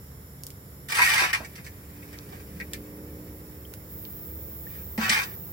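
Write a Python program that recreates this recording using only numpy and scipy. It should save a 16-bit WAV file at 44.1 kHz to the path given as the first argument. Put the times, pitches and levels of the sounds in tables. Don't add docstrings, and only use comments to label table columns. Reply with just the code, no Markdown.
import sys
import numpy as np
from scipy import signal
from scipy.fft import rfft, irfft
from scipy.io import wavfile
from scipy.ndimage import uniform_filter1d

SR = 44100
rng = np.random.default_rng(int(sys.argv[2]) if len(sys.argv) > 2 else 0)


def attenuation_scalar(level_db):
    decades = np.asarray(level_db, float) / 20
    return 10 ** decades


def digitize_waveform(pressure):
    field = np.atleast_2d(pressure).T
    bounded = np.clip(field, -1, 1)
    quanta = np.round(bounded * 32767).astype(np.int16)
    wavfile.write(sys.argv[1], SR, quanta)


N = 243431


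def evened(x):
    return x / np.sqrt(np.mean(x ** 2) + 1e-20)


def read(points, hz):
    f, value = np.transpose(points)
    return np.interp(np.log(hz + 1), np.log(f + 1), value)


def add(mix, s, sound):
    part = mix[:, round(s * SR):][:, :sound.shape[1]]
    part += sound[:, :part.shape[1]]


def band(x, lo_hz, hi_hz):
    return signal.sosfilt(signal.butter(3, [lo_hz, hi_hz], "band", fs=SR, output="sos"), x)


def drift(count, seconds):
    size = max(round(seconds * SR), 1)
    smooth = uniform_filter1d(rng.standard_normal(count), size)
    return evened(uniform_filter1d(smooth, size))


# pitch_hz, likeness (-1 to 1)
LIKENESS = [(60, 0.99), (180, 0.96), (550, 0.76), (1650, -0.39), (4970, 0.036), (15000, -0.14)]


def paired(left, other, hz):
    same = np.clip(read(LIKENESS, hz), -1, 1)
    return np.array([left, same * left + np.sqrt(1 - same ** 2) * other])


def noise(shape, patchy_db):
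    frames, hz = N // 256 + 5, np.fft.rfftfreq(1024, 1 / SR)[:, None]
    a, b, c, d, patches = rng.standard_normal((frames, 513, 5)).T
    patches = uniform_filter1d(patches, 8, axis=0)
    patches = evened(uniform_filter1d(patches, 10, axis=1))
    z = paired(a + 1j * b, c + 1j * d, hz)
    z *= shape(hz, np.arange(frames) * 256 / SR) * attenuation_scalar(patchy_db * patches)
    return signal.istft(z, nperseg=1024, noverlap=768)[1][:, :N]


# start_s, firing_rate_hz, level_db (rms)
ENGINE_RUN = [(0, 53.74, -61), (1.498, 56.76, -57.5), (2.299, 58.77, -52), (2.971, 60.52, -46),
              (3.801, 61.34, -53.5), (4.401, 62.88, -51), (4.8, 62.64, -61.5)]
# (relative, per Hz)
AIR_COLOUR = [(40, -10), (60, 0), (107, -3.5), (139, -14), (183, -4), (205, -20), (417, -17), (730, -27.5),
              (2160, -28), (2700, -48.5), (4000, -82)]
# pitch_hz, level_db (relative)
TREBLE_COLOUR = [(1530, -43), (2600, -13.5), (3580, -12), (4460, -15.5), (5650, -4.5), (6190, -24),
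                 (7200, -3), (8070, -17), (10100, -5.5), (14600, -1.5), (16000, -7.5)]
# pitch_hz, level_db (relative)
HISS_COLOUR = [(10500, -28), (12500, -10.5), (13800, -1), (15900, 2)]
# start_s, level_db (rms)
HISS_RISE = [(0, -61), (2.0, -50.5), (3.88, -45), (3.93, -36), (4.301, -35.5), (5.52, -35)]
AIR_DB, TREBLE_DB = -44.5, -51.5
RUMBLE_DB_PER_S, ROAR_SHARE = 0.5, 0.46
PASS_S, PASS_WIDTH_S, PASS_DB = 5.18, 0.51, 8


def outdoors():
    engine_s, _, engine_db = np.transpose(ENGINE_RUN)

    def air_shape(hz, t):
        low = 1 / (1 + (hz / 180) ** 4)
        mid = 1 / (1 + (hz / 900) ** 3)
        roar_db = ROAR_SHARE * np.interp(t, engine_s, engine_db - engine_db[0])
        pass_db = PASS_DB * np.exp(-((t - PASS_S) / PASS_WIDTH_S) ** 2)
        swell_db = low * RUMBLE_DB_PER_S * t + (mid - low) * (roar_db + pass_db)
        return attenuation_scalar(read(AIR_COLOUR, hz) + swell_db)

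    air = attenuation_scalar(AIR_DB) * evened(noise(air_shape, patchy_db=-0.5))
    treble = attenuation_scalar(TREBLE_DB) * evened(noise(lambda hz, t: attenuation_scalar(read(TREBLE_COLOUR, hz)), patchy_db=1.0))
    hiss = evened(noise(lambda hz, t: attenuation_scalar(read(HISS_COLOUR, hz)), patchy_db=0.6))
    hiss_db = np.interp(np.arange(N) / SR, *np.transpose(HISS_RISE))
    return air + treble + hiss * attenuation_scalar(hiss_db)


# multiple of the firing rate, level_db (relative, before wavering)
HARMONICS = [(4, -3.5), (5, 4), (6, -6.5), (7, -2.5), (8, -5.5), (9, -7.5)]
# start_s, end_s, pitch_hz, first_level_db, last_level_db (rms, before fades and wavering)
LONE_DRONES = [(0, 1.87, 139.5, -52.5, -56), (2.4, 3.4, 200.5, -50, -53), (0, 5.39, 72, -55, -50)]
DRONE_IN_S, DRONE_OUT_S = 0.097, 0.53


def engine():
    t, out = np.arange(N) / SR, np.zeros(N)
    s, rate_hz, level_db = np.transpose(ENGINE_RUN)
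    turns = np.cumsum(np.interp(t, s, rate_hz) * (1 + 0.0033 * drift(N, 0.056))) / SR
    for multiple, harmonic_db in HARMONICS:
        swell = attenuation_scalar(harmonic_db + 1.6 * drift(N, 0.11))
        out += swell * np.cos(2 * np.pi * (multiple * turns + rng.random()))
    out = evened(out) * attenuation_scalar(np.interp(t, s, level_db))
    for start, end, hz, first_db, last_db in LONE_DRONES:
        fade = np.interp(t, [start, start + DRONE_IN_S, end - DRONE_OUT_S, end], [0, 1, 1, 0])
        turns = np.cumsum(hz * (1 + 0.012 * drift(N, 0.0765))) / SR
        db = np.interp(t, [start, end], [first_db, last_db]) + 2.0 * drift(N, 0.167)
        out += np.sqrt(2) * fade * attenuation_scalar(db) * np.cos(2 * np.pi * turns)
    return out


# start_s, level_db (rms at onset), centre_hz, spread_octaves (each way)
SMALL_TICKS = [(0.4357, -23.5, 8100, 0.82), (0.467, -25, 10200, 1.4), (0.504, -30.5, 8000, 1.9),
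               (1.252, -32, 10000, 0.82), (2.188, -27.5, 4470, 0.43), (2.602, -35.5, 4200, 0.54),
               (2.6115, -28, 3980, 0.26), (2.7345, -19.5, 5700, 1.6), (3.7382, -30, 4960, 2.2),
               (4.0518, -28.5, 3500, 0.56)]
# start_s, level_db (left, undecayed), pitch_hz (at onset), t60_s
SHORT_TONES = [(3.6516, -38, 3110, 0.026), (3.7377, -35.5, 1470, 0.017), (4.6681, -35, 1790, 0.042)]
# start_s, boom_level_db (undecayed peak), thud_level_db (right, rms at onset)
WOK_BUMPS = [(1.216, -64, -30), (1.40, -39, -37), (4.979, -15.5, -32), (5.029, -28, -59), (5.098, -25, -41)]
BOOM_HZ, BOOM_T60_S = 221.2, 0.13
THUD_LO_HZ, THUD_HI_HZ, THUD_T60_S = 307, 947, 0.19


def broth():
    out, t = np.zeros((2, N)), np.arange(2000) / SR
    for s, db, hz, octaves in SMALL_TICKS:
        spread = 2 ** max(octaves, 0.1)
        burst = evened(band(rng.standard_normal((2, len(t))), hz / spread, min(hz * spread, SR / 2.5)))
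        snap = attenuation_scalar(-60 * t / 0.0031)
        spray = min(octaves, 1) ** 2 * attenuation_scalar(-15.0 - 60 * t / 0.081)
        add(out, s, burst * (snap + spray) * attenuation_scalar(db))
    for s, db, hz, t60 in SHORT_TONES:
        rising = np.sin(2 * np.pi * hz * t * (1 + 2.1 * t))
        tone = rising * np.minimum(t / 0.00068, 1) * attenuation_scalar(db - 60 * t / t60)
        add(out, s, np.array([tone, 0.32 * tone]))
    t = np.arange(SR // 4) / SR
    for s, boom_db, thud_db in WOK_BUMPS:
        boom = np.sin(2 * np.pi * BOOM_HZ * t) * np.minimum(t / 0.0097, 1)
        boom *= attenuation_scalar(boom_db - 60 * t / BOOM_T60_S)
        thud = evened(band(rng.standard_normal(len(t)), THUD_LO_HZ, THUD_HI_HZ))
        thud *= attenuation_scalar(thud_db - 60 * t / THUD_T60_S)
        add(out, s, np.array([boom + 0.485 * thud, boom + thud]))
    return out


# pitch_hz, level_db (relative, before the spot scatter)
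WALL_MODES = [(772, -10), (993, -10), (1233, -8), (1489, -6), (1594, -8), (1762, 3), (1899, 7), (2001, 7),
              (2110, 6), (2190, 4), (2289, 5), (2388, 5), (2580, 1)]
# (relative, per Hz)
DENSE_MODES = [(350, -24), (700, -17), (1000, -7), (1500, -3), (1900, 4), (2500, 3), (2750, -8.5),
               (5800, -7.5), (6500, -13), (9500, -7.5), (12500, -16.5), (16000, -18)]
MODE_T60_S, DENSE_T60_S, DENSE_DB = 0.09, 0.07, 3
SPOT_DB = 2
DEEP_HZ, EDGE_FROM_HZ = 1600, 2700
DEEP_LEAN_DB = 3


def wok_rings():
    t, (hz, db) = np.arange(8192) / SR, np.transpose(WALL_MODES)[:, :, None]
    spot_db, apart, start = rng.standard_normal((3, len(WALL_MODES), 1))
    size = attenuation_scalar(db + SPOT_DB * spot_db - 60 * t / MODE_T60_S)
    modes = []
    for side in (-1, 1):
        shift = side * apart * (hz / 1300) ** 2
        modes.append((size * np.sin(2 * np.pi * (hz * t + start) + shift)).sum(0))
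    f = np.fft.rfftfreq(len(t), 1 / SR)
    left, other = rfft(rng.standard_normal((2, len(t))))
    dense = irfft(paired(left, other, f) * attenuation_scalar(read(DENSE_MODES, f)))
    dense *= attenuation_scalar(-60 * t / DENSE_T60_S)
    rings = evened(np.array(modes)) + attenuation_scalar(DENSE_DB) * evened(dense)
    deep = band(rings, 200, DEEP_HZ)
    middle = band(rings, DEEP_HZ, EDGE_FROM_HZ)
    edge = band(dense, EDGE_FROM_HZ, 21700) * attenuation_scalar(-60 * t / 1.4)
    deep, middle, edge = [p / np.linalg.norm(p, axis=1)[:, None] for p in (deep, middle, edge)]
    return deep * attenuation_scalar(DEEP_LEAN_DB / 2 * np.array([[1], [-1]])), middle, edge


# start_s, pressure_db (as rub level)
DRAGS = [
    [(.884, -37.5), (.94, -27), (.99, -17.5), (1.025, -19), (1.09, -21), (1.14, -20.5), (1.18, -18.5),
     (1.225, -17.5), (1.27, -26), (1.315, -35)],
    [(1.328, -14), (1.345, -26.5), (1.41, -47.5), (1.44, -51)],
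    [(4.977, -40.5), (5.03, -24), (5.09, -23)],
    [(5.094, -31), (5.125, -16), (5.14, -20), (5.175, -23), (5.195, -25), (5.245, -43.5), (5.275, -52.5),
     (5.35, -60)],
]
MUFFLING = [(0, 0.44), (0.31, 0.4), (0.58, 0.44), (0.51, 0)]
# start_s, level_db (before wavering)
FAINT_DRAG = [(1.44, -56), (1.75, -61), (2.0, -55), (2.6, -57.5), (2.85, -60), (4.62, -72), (4.749, -50.5),
              (4.95, -77)]
# start_s, level_db (drive), edge_db (relative), skid_s (decay to 1/e)
TAPS = [(1.4468, -38, -2.5, 0.011), (1.555, -45, 4, 0.016), (1.5776, -43, -9, 0.023),
        (1.645, -49.5, 4.5, 0.024), (1.6643, -36.5, -4.5, 0.01), (2.0245, -44, -16, 0.0062),
        (2.128, -42.5, -6, 0.025), (2.3236, -46, -5, 0.036), (2.6, -29.5, -15, 0.0059),
        (2.612, -31.5, -33, 0.0075), (2.7329, -36.5, -1, 0.016), (4.9775, -27, -5, 0.0036),
        (5.0943, -13, -2.5, 0.011), (5.232, -30.5, 2.5, 0.0045)]
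# centre_s, pitch_hz, level_db (relative to the rub)
SINGING_SPOTS = [(1.011, 1002, -9.5), (1.025, 2230, -7.5), (1.08, 1903, -6.5), (1.179, 2060, -1.5),
                 (1.28, 1710, -7.5), (1.45, 2289, 0), (2.336, 765, 2.5), (2.74, 2394, -2.5),
                 (5.03, 2350, -9), (5.13, 1804, -6)]
SING_S, SING_T60_S, REACH_S = 0.018, 0.05, 0.1
FIRM_DB = -25
DEEP_DB, DEEP_SHARE, EDGE_DB, EDGE_SHARE = -4, 0.69, -5, 0.79
SKID_DEEP_DB, SKID_DEEP_DB_PER_DOUBLING = -20, 9.5
SUNK_HZ, TOUCH_S = 8840, 0.0029
SLIP_DB, SLIP_S = 2.2, 0.0025
WANDER_DB, WANDER_S = 1.3, 0.03
BARE_DB = -7


def ladle(spots=6):
    t, drive, out = np.arange(N) / SR, np.zeros((3, N)), np.zeros((2, N))
    sizes = attenuation_scalar(3.18 * np.minimum(rng.exponential(1, N), 4))
    clicks = (rng.random(N) < 6000 / SR) * rng.choice([-1, 1], N)
    grit = sizes * clicks
    grit = evened(grit * attenuation_scalar(SLIP_DB * drift(N, SLIP_S)))
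    muffled = band(grit, 130, SUNK_HZ)
    rocking = attenuation_scalar(WANDER_DB * np.array([drift(N, WANDER_S) for _ in drive]))
    for (s, db), (first, last) in zip(map(np.transpose, DRAGS), MUFFLING):
        sunk = np.clip(np.interp(t, s[[0, -1]], [first, last]), 0, 1)
        over_db = np.interp(t, s, db) - FIRM_DB
        parts_db = np.array([DEEP_DB + DEEP_SHARE * over_db, over_db, EDGE_DB + EDGE_SHARE * over_db])
        on = np.clip((t - s[0]) / TOUCH_S, 0, 1) * (t < s[-1])
        rub = (sunk * muffled + (1 - sunk) * grit) * on
        drive += rub * rocking * attenuation_scalar(FIRM_DB + parts_db)

    s, db = np.transpose(FAINT_DRAG)
    faint_db = np.interp(t, s, db) + 2.0 * drift(N, 0.02)
    drive += grit * (t > s[0]) * attenuation_scalar(faint_db + np.array([[-6], [0], [-4]]))

    skid = np.arange(SR // 8) / SR
    for s, db, edge_db, skid_s in TAPS:
        skid_s = max(skid_s, 1e-3)
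        push = rng.standard_normal(len(skid)) * np.exp(-skid / skid_s)
        push[0] += 9
        deep_db = SKID_DEEP_DB + SKID_DEEP_DB_PER_DOUBLING * np.log2(skid_s / 0.01)
        add(drive, s, band(push, 100, SUNK_HZ) * attenuation_scalar(db + np.array([[deep_db], [0], [edge_db]])))

    for (s, hz, db), turn in zip(SINGING_SPOTS, rng.random((len(SINGING_SPOTS), 2, 1))):
        ring = np.sin(2 * np.pi * (hz * skid + turn / 2)) * attenuation_scalar(-60 * skid / SING_T60_S)
        near = slice(round((s - REACH_S) * SR), round((s + REACH_S) * SR))
        push = drive[1:2, near] * attenuation_scalar(db) * np.exp(-((t[near] - s) / SING_S) ** 2)
        add(out, s - REACH_S, signal.oaconvolve(push, ring / np.linalg.norm(ring[0])))

    out += band(drive[2], DEEP_HZ, 16000) * attenuation_scalar(BARE_DB) * np.array([[1], [0.5]])
    for k in range(spots):
        here = np.cos(np.pi * (t / 0.2 + k / spots)) ** 4 * np.sqrt(128 / 35 / spots)
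        for push, ring in zip(drive, wok_rings()):
            out += signal.oaconvolve((push * here)[None], ring)[:, :N]
    return out


def scene():
    return ladle() + broth() + engine() + outdoors()


# pitch_hz, level_db (left over right)
PAIR_TILT = [(60, -0.5), (240, -1.5), (950, -3.5), (2000, -2), (8000, 1), (15000, -3.5)]


def low_pass(x):
    return signal.sosfilt(signal.butter(12, 16990, fs=SR, output="sos"), x)


def record(dry):
    hz = np.fft.rfftfreq(N, 1 / SR)
    tilt = attenuation_scalar(read(PAIR_TILT, hz) / 2 * np.array([[1], [-1]]))
    top_limit = 1 / np.sqrt(1 + (hz / 15900) ** 400)
    bass_cut = 1 / np.sqrt(1 + (52 / (hz + 1)) ** 8)
    finished = irfft(rfft(dry) * tilt * top_limit * bass_cut, N)
    return low_pass(finished)


dry = scene()
out = record(dry)
digitize_waveform(out)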